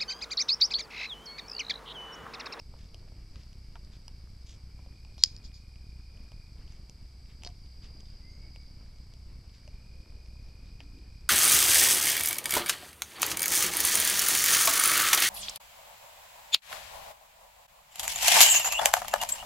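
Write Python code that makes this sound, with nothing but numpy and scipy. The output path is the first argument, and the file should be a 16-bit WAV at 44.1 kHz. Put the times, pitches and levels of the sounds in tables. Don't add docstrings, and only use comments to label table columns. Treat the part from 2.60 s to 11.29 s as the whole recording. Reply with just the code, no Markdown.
import sys
import numpy as np
from scipy import signal
from scipy.fft import rfft, irfft
from scipy.io import wavfile

SR = 44100
rng = np.random.default_rng(int(sys.argv[2]) if len(sys.argv) > 2 else 0)


def unload_audio(sound):
    columns = np.transpose(np.atleast_2d(sound))
    steps = np.round(np.clip(columns, -1, 1) * 32767)
    wavfile.write(sys.argv[1], SR, steps.astype(np.int16))


N = 383229
TIME = np.arange(N) / SR
FREQ = np.arange(N // 2 + 1) * SR / N


def undb(db):
    return 10 ** (np.asarray(db) / 20)


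def unit(x):
    return x / np.sqrt(np.mean(x ** 2))


def add(track, start_s, sound):
    i = int(start_s * SR)
    track[i:i + len(sound)] += sound[:N - i]


def colour(x, points):
    hz, db = np.transpose(points)
    gain = undb(np.interp(np.log(FREQ + 1), np.log(hz), db))
    return irfft(rfft(x) * gain, N)


def resonate(x, hz, width_hz):
    b, a = signal.iirpeak(min(hz, SR / 3), hz / min(width_hz, SR / 4), fs=SR)
    return signal.lfilter(b, a, x)


def walk(rate_hz):
    return unit(irfft(rfft(rng.standard_normal(N)) / (1 + (FREQ / rate_hz) ** 4), N))


def wide_noise(side):
    mid, other = rng.standard_normal((2, N))
    return mid + side * other * np.array([[1], [-1]])


def envelope(start_s, length_s, attack_s, release_s):
    rise = (TIME - start_s) / attack_s
    fall = (start_s + length_s - TIME) / release_s
    return np.sin(np.pi / 2 * np.clip(np.minimum(rise, fall), 0, 1)) ** 2


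def bouts(rows, attack_s, release_s):
    return sum(undb(db) * envelope(start_s, length_s, attack_s, release_s) for start_s, length_s, db in rows)


def burst(hz, width_hz, decay_s, grit, size=1100):
    push = grit * rng.standard_normal(size) * np.exp(-np.arange(size) / SR / decay_s)
    push[0] += 1
    ring = resonate(resonate(push, hz, width_hz), hz, 2 * width_hz)
    return ring * np.sqrt(SR / 200 / np.sum(ring ** 2))


# frequency in Hz, relative level in dB.
FLAP_SPECTRUM = [(8, -5.5), (25, 1.5), (60, -0.5), (110, -7.5), (200, -18), (400, -34.5), (900, -60)]
# frequency in Hz, relative level in dB per Hz.
RUSH_SPECTRUM = [(10, 2.5), (25, 3), (50, 1), (90, -7), (130, -14), (200, -17), (300, -21), (500, -29),
                 (900, -34.5), (1500, -38.5), (3000, -38.5), (6000, -88.5)]
# start in seconds, length in seconds, level in dB.
DRAUGHTS = [(0, .6, -70), (7.25, 0.84, -71)]
DRAUGHT_ATTACK_S, DRAUGHT_RELEASE_S, DRAUGHT_HZ = 0.12, .2, 375
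FLUTTER_DB, RUSH_DB, FLAPS_PER_S = -49.5, -51.0, 31


def flames(count=400):
    gap, strength = rng.standard_normal((count, 2)).T
    times_s = np.cumsum(np.exp(0.27 * gap) / FLAPS_PER_S)
    sizes = undb(3.3 * np.minimum(strength, 1))
    pulses = np.zeros(N)
    for start_s, size in zip(times_s, sizes):
        add(pulses, min(start_s, N / SR), np.array([size]))
    flutter = colour(pulses.mean() - pulses, FLAP_SPECTRUM)
    rush = colour(rng.standard_normal(N), RUSH_SPECTRUM) * undb(2.5 * walk(8))
    draw = resonate(resonate(rng.standard_normal(N), DRAUGHT_HZ, 280), DRAUGHT_HZ, 500)
    draught = bouts(DRAUGHTS, DRAUGHT_ATTACK_S, DRAUGHT_RELEASE_S) * unit(draw)
    return undb(FLUTTER_DB) * unit(flutter) + undb(RUSH_DB) * unit(rush) + draught


def insect_band(hz, width_hz, side):
    return unit(resonate(resonate(wide_noise(side), hz, width_hz), hz, width_hz))


# centre in Hz, width in Hz, level in dB, stereo spread from 0 to 1.
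INSECT_BANDS = [(4833, 875, -65, 0.33), (2261, 300, -77, 0), (6570, 685, -87.5, 0.7), (7970, 330, -86.5, 1)]


def chorus():
    return sum(undb(db + .5 * walk(14)) * insect_band(hz, width_hz, side)
               for hz, width_hz, db, side in INSECT_BANDS)


# frequency in Hz, mean level in dB.
HUM_TONES = [(60.6, -55), (95, -64), (121, -67)]


def hum():
    out = np.zeros(N)
    for hz, db in HUM_TONES:
        tone = np.sin(2 * np.pi * hz * TIME + 0.42 * walk(1.06))
        out += undb(db + 1.2 * walk(1.0)) * unit(tone)
    return out


# frequency in Hz, level in dB.
WHINE_TONES = [(7837, -84), (7897, -86)]


def whine():
    out = np.zeros((2, N))
    for hz, db in WHINE_TONES:
        drift_rad = 1.1 * np.array([walk(3.06), walk(3.1)])
        out += undb(db) * unit(np.sin(2 * np.pi * hz * TIME + drift_rad))
    return out


# frequency in Hz, relative level in dB per Hz.
AIR_SPECTRUM = [(100, -35.5), (300, 7), (900, 3), (1600, -1), (2100, -6), (3500, -2.5), (6000, -12.5),
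                (7500, -17), (13000, -29.5)]
AIR_DB, HISS_DB = -73, -72


def air():
    hush = unit(colour(wide_noise(0.41), AIR_SPECTRUM))
    return undb(AIR_DB) * hush + undb(HISS_DB) * rng.standard_normal((2, N))


def embers(count=240):
    out = np.zeros(N)
    for when, strength, pitch in rng.random((count, 3)):
        db = -74 + 9 * strength ** 3
        hz = 5200 * .09 ** (pitch ** 2)
        add(out, when * N / SR, undb(db) * burst(hz, .5 * hz, decay_s=0.00031, grit=0.11))
    return out


# start in seconds, click level in dB, bright crack level in dB, its
# Hz, dull crack level in dB, its Hz, knock level in dB, its Hz, t60 of the ring in seconds.
LOG_POPS = [(0.1398, -65, -78, 4500, -78, 2800, -53.5, 596, .025),
            (.165, -65, -72, 4500, -72, 3200, -65, 850, .01),
            (.345, -33, -53, 4760, -52.5, 2930, -58.5, 610, 0.0076),
            (.478, -68, -78, 4500, -80, 2800, -64, 720, .012),
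            (0.5205, -60, -69, 4570, -78, 2800, -58, 500, 0.013),
            (.758, -52, -58.5, 4640, -57, 2800, -58.5, 1410, .0069),
            (.8338, -48, -59.5, 4820, -67, 2800, -64, 583, 0.0092),
            (0.9304, -46, -62, 5200, -62, 2900, -73, 656, .01),
            (1.1562, -51, -65, 4500, -54, 2640, -47.5, 940, .02),
            (1.2485, -50, -60, 5200, -82, 2800, -82, 1060, .01),
            (1.481, -30, -47, 5100, -55, 2900, -57.5, 880, 0.0087),
            (2.1917, -55, -67, 4670, -72, 2800, -61, 760, 0.0092),
            (2.2622, -60, -78, 4500, -78, 2800, -59, 567, 0.027),
            (2.4494, -56, -60, 4800, -59.5, 2480, -64, 940, .0092),
            (2.5808, -36, -58, 4300, -58, 3300, -57.5, 690, .0085),
            (3.158, -51, -66, 4610, -59.5, 2700, -67, 603, .01),
            (3.5735, -49, -68, 4810, -62, 2810, -80, 1337, .01),
            (3.719, -40, -61, 4710, -58.5, 2900, -57.5, 630, .0096),
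            (4.078, -52, -65, 4500, -61.5, 3200, -75, 700, .01),
            (4.123, -48, -61, 5880, -66, 2800, -67.5, 1415, .01),
            (4.297, -33, -51, 5520, -60, 2900, -63, 621, .013),
            (4.8223, -54, -62, 4200, -57.5, 3050, -66, 647, .01),
            (4.8353, -29, -51.5, 5700, -47.5, 2670, -56, 850, .011),
            (4.8489, -33, -44.5, 5200, -46.5, 2950, -56, 680, .01),
            (4.8651, -43, -49.5, 4400, -55, 2900, -52, 713, .14),
            (4.874, -36, -43, 4350, -52, 1900, -56, 1300, .0067),
            (4.89, -52, -60, 5200, -70, 2800, -64, 900, .01),
            (4.9026, -50, -65, 5600, -64, 3100, -64, 520, .02),
            (5.244, -45, -62, 5400, -64, 2900, -70, 1300, .01),
            (5.4062, -41, -57.5, 5650, -62, 3050, -66, 440, .01),
            (5.9607, -37, -61, 4670, -53.5, 2700, -58.5, 590, .015),
            (6.361, -49, -66, 5190, -74, 2800, -74, 700, .01),
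            (6.5379, -41, -57.5, 5185, -63, 2800, -67, 540, .01),
            (7.0776, -42.5, -57.5, 5250, -56, 2770, -57, 603, .061),
            (7.6613, -57.5, -61, 4600, -66, 2795, -67, 542, 0.0088),
            (8.2047, -38, -59, 4800, -46.5, 2720, -56, 700, .01)]
RING_OVER_KNOCK_DB = 5.5


def pops():
    out, t = np.zeros(N), TIME[:SR // 4]
    for start_s, click_db, bright_db, bright_hz, dull_db, dull_hz, knock_db, knock_hz, t60_s in LOG_POPS:
        bright = burst(bright_hz, .3 * bright_hz, decay_s=.001, grit=.13)
        dull = burst(dull_hz, .3 * dull_hz, decay_s=.001, grit=.1)
        knock = burst(knock_hz, .6 * knock_hz, decay_s=.006, grit=.065)
        ring_gain = undb(knock_db + RING_OVER_KNOCK_DB - 60 * t / t60_s)
        add(out, start_s, undb(bright_db) * bright + undb(dull_db) * dull + undb(knock_db) * knock)
        add(out, start_s, undb([click_db]))
        add(out, start_s, ring_gain * np.sin(2 * np.pi * knock_hz * t))
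    return out


# start in seconds, rise in seconds, fade in
# seconds, level in dB, centre in Hz, width in Hz.
GAS_SPURTS = [(.16, .04, .13, -65.5, 3300, 2600), (.72, 0.036, 0.22, -67, 3300, 3000),
              (1.31, 0.024, .066, -62, 3600, 2400), (1.853, 0.019, 0.14, -59, 5260, 3000),
              (1.86, 0.019, .1, -63.5, 3540, 900), (2.572, 0.017, 0.13, -56, 5040, 1000),
              (2.585, .007, 0.014, -54.5, 4100, 250), (2.606, .01, 0.026, -49.5, 4180, 300),
              (4.06, 0.058, .087, -65, 3200, 3000), (4.665, .037, .065, -65, 2600, 2520),
              (4.838, 0.021, 0.031, -50, 4800, 1000), (5.21, .03, .071, -61.5, 3300, 2400),
              (5.42, 0.046, 0.15, -69, 3400, 2200), (6.91, 0.038, 0.086, -65.5, 3540, 3000),
              (8.02, 0.041, .08, -69.5, 3190, 1800), (8.19, 0.014, 0.046, -59, 2300, 1500)]
# frequency in Hz, relative level in dB per Hz.
GAS_SPECTRUM = [(200, -8), (700, -5), (2000, -1), (3100, -5), (4500, -5), (6900, -2), (7900, -11.5),
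                (13000, -24)]
GRAINS_PER_S = 3500


def sizzles():
    grains = rng.standard_normal(N) * (rng.random(N) < GRAINS_PER_S / SR)
    gas = colour(grains * undb(2 * walk(200)), GAS_SPECTRUM)
    out = np.zeros(N)
    for start_s, rise_s, fade_s, db, hz, width_hz in GAS_SPURTS:
        spurt = unit(resonate(resonate(gas, hz, width_hz), hz, 4 * width_hz))
        out += undb(db) * envelope(start_s, rise_s + fade_s, rise_s, fade_s) * spurt
    return out


# frequency in Hz, gain in dB.
CRACKLE_TONE = [(1500, 0), (3000, -1), (3900, 0.5), (5200, 1.5), (7000, -2), (9000, 3.5), (13000, -6)]


def small_cracks():
    return colour(pops() + embers() + sizzles(), CRACKLE_TONE)


# delay in seconds, smear in seconds, level in dB.
REFLECTIONS = [(.0022, .001, -24.5), (.0075, .00284, -25.5), (.020, .0042, -34.5), (.035, .004, -42.5),
               (.200, .024, -36.5), (.295, .036, -39)]
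# frequency in Hz, gain in dB.
REFLECTION_TONE = [(700, 1.5), (1800, 2.5), (3200, 7), (4400, -2), (5200, -1), (6000, -2), (6800, 1.5),
                   (7700, -9), (12000, 1)]
# delay in seconds, level in dB.
HOUSE_WALL = (.1277, -37.5)


def yard(x, tail_db, t60_s):
    t = TIME[:SR // 2]
    power = undb(tail_db) ** 2 * unit(undb(-60 * t / t60_s)) ** 2
    for delay_s, smear_s, db in REFLECTIONS:
        age = np.maximum(t - delay_s, 0) / smear_s
        power = power + (undb(db) * unit(age * np.exp(-2 * age))) ** 2
    response = wide_noise(0.525)[:, :len(t)] * np.sqrt(power / len(t))
    smeared = signal.fftconvolve(x[None], response, axes=1)[:, :N]
    wall_delay_s, wall_db = HOUSE_WALL
    wall = np.zeros(N)
    add(wall, wall_delay_s, undb(wall_db) * x)
    return x + wall + colour(smeared, REFLECTION_TONE)


def off_centre(x):
    return np.array([np.r_[0, x[0, :-1]], x[1]])


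def trill(loudness, hz, flat_hz, sag_hz, stroke_hz, slip, sharpness, waver_hz, blur, blur_width_hz, side):
    stroke = (stroke_hz * TIME + slip * walk(2)) % 1
    flattening_hz = flat_hz * (1 - loudness / loudness.max())
    pitch_hz = hz - flattening_hz - sag_hz * (stroke - .5) + waver_hz * walk(40)
    strength = np.sin(np.pi * stroke) ** sharpness * undb(walk(22))
    note = strength * np.sin(2 * np.pi * np.cumsum(pitch_hz) / SR)
    return loudness * unit(unit(note) + blur * insect_band(hz, blur_width_hz, side))


# start in seconds, length in seconds, level in dB.
CRICKET_BOUTS = [(1.8, 2.17, -72), (6.75, 2.3, -71.5)]
CRICKET_ATTACK_S, CRICKET_RELEASE_S = 0.59, 0.08


def cricket():
    return trill(bouts(CRICKET_BOUTS, CRICKET_ATTACK_S, CRICKET_RELEASE_S),
                 hz=2450, flat_hz=170, sag_hz=150, stroke_hz=43.8, slip=.025, sharpness=3.6,
                 waver_hz=9, blur=.2, blur_width_hz=140, side=.2)


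def cavity(hz, swell_s):
    age_s = TIME[:SR // 50]
    swell = (age_s / (2 * swell_s)) ** 2 * np.exp(2 - age_s / swell_s)
    return swell * np.sin(2 * np.pi * hz * age_s)


# start in seconds, peak in dB, ring in Hz, swell time in seconds.
LOG_SNAP = (2.6372, 3.3, 4920, .00022)
# frequency in Hz, gain in dB.
SPLINTER_SPECTRUM = [(150, -23.5), (400, -8), (1500, -.5), (2200, 4), (2900, -8), (3300, 9.5), (4200, 3),
                     (6000, 13), (7000, 14.5), (8200, 0), (8800, -3.5), (12800, -14), (14000, -20)]
# start in seconds, peak in dB, ring in Hz.
SPLIT_SPUTTER = [(2.6388, -24, 5500), (2.6455, -23, 4980), (2.6487, -30, 5100), (2.6585, -31, 5080),
                 (2.6625, -37, 4950), (2.672, -47, 5160), (2.678, -45, 5250), (2.708, -49, 5040),
                 (2.719, -53, 4670), (2.751, -49, 5200), (2.777, -49, 5360), (2.784, -47, 5070)]
SPUTTER_SWELL_S = 0.0006


def snap():
    snap_s, peak_db, ring_hz, swell_s = LOG_SNAP
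    out = colour(signal.unit_impulse(N, int(snap_s * SR)), SPLINTER_SPECTRUM)
    add(out, snap_s, undb(peak_db) * cavity(ring_hz, swell_s))
    for start_s, db, hz in SPLIT_SPUTTER:
        add(out, start_s, undb(db) * cavity(hz, SPUTTER_SWELL_S))
    return out


# start in seconds, length in seconds, level in dB.
KATYDID_BOUTS = [(3.2, 2.05, -72), (4.87, 1.55, -61.8)]
KATYDID_ATTACK_S, KATYDID_RELEASE_S = .4, 0.46


def katydid():
    return trill(bouts(KATYDID_BOUTS, KATYDID_ATTACK_S, KATYDID_RELEASE_S),
                 hz=4830, flat_hz=110, sag_hz=780, stroke_hz=60.4, slip=.035, sharpness=3.2,
                 waver_hz=36, blur=.5, blur_width_hz=450, side=.6)


# start in seconds, level in dB, pitch in Hz.
DROPPED_PIECE = (4.8625, -50, 340)


def thud():
    start_s, db, hz = DROPPED_PIECE
    out = np.zeros(N)
    add(out, start_s, undb(db) * burst(hz, .7 * hz, decay_s=.002, grit=.04))
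    return out


def trees(x, t60_s):
    tail = wide_noise(0.065)[:, :SR] * undb(-60 * TIME[:SR] / t60_s)
    return signal.fftconvolve(x[None], unit(tail) / np.sqrt(SR), axes=1)[:, :N]


# start in seconds, length in seconds, peak level in dB.
BIRD_WHISTLE = (5.575, 0.53, -66)
WHISTLE_ATTACK_S, WHISTLE_RELEASE_S = 0.093, 0.3
WHISTLE_FROM_HZ, WHISTLE_TO_HZ, WHISTLE_GLIDE_S = 1880, 2294, 0.145
REEDY_AFTER_S, REEDY_FOR_S, REEDY_SHARE = 0.16, 0.064, 0.58
TRUNKS_T60_S, TREES_T60_S = .12, 1.4


def bird():
    start_s, length_s, db = BIRD_WHISTLE
    age_s = np.maximum(TIME - start_s, 0)
    pitch_hz = WHISTLE_TO_HZ + (WHISTLE_FROM_HZ - WHISTLE_TO_HZ) * np.exp(-age_s / WHISTLE_GLIDE_S)
    phase = 2 * np.pi * np.cumsum(pitch_hz * (1 + .005 * walk(50))) / SR
    reedy = REEDY_SHARE * np.exp(-((age_s - REEDY_AFTER_S) / REEDY_FOR_S) ** 2)
    loudness = undb(db) * envelope(start_s, length_s, WHISTLE_ATTACK_S, WHISTLE_RELEASE_S)
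    note = loudness * np.sin(phase)
    call = note + loudness * reedy * np.sin(3 * phase)
    return .8 * call + .3 * trees(call, TRUNKS_T60_S) + .9 * trees(note, TREES_T60_S)


# start in seconds, length in seconds, level in dB.
FLAME_JETS = [(8.17, .15, -62), (8.315, 0.11, -56.5)]
FLARE_ATTACK_S, FLARE_RELEASE_S, FLARE_HZ = 0.052, 0.044, 277


def flare():
    pitch_hz = FLARE_HZ + 18 * walk(45)
    note = np.sin(2 * np.pi * np.cumsum(pitch_hz) / SR) * undb(2.52 * walk(47))
    rush = unit(resonate(resonate(rng.standard_normal(N), FLARE_HZ, 130), FLARE_HZ, 200))
    return bouts(FLAME_JETS, FLARE_ATTACK_S, FLARE_RELEASE_S) * unit(unit(note) + 0.83 * rush)


def scene():
    crackle = small_cracks() + snap() + thud()
    fire = flames() + off_centre(yard(crackle, tail_db=-27.5, t60_s=0.3)) + flare()
    night = chorus() + hum() + whine() + air() + cricket() + katydid() + bird()
    return fire + night


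TOP_HZ, CEILING = 13100, .94


def record(dry):
    low_pass = signal.ellip(8, .2, 70, TOP_HZ, fs=SR, output="sos")
    return signal.sosfilt(low_pass, np.clip(dry, -CEILING, CEILING))


dry = scene()
out = record(dry)
unload_audio(out)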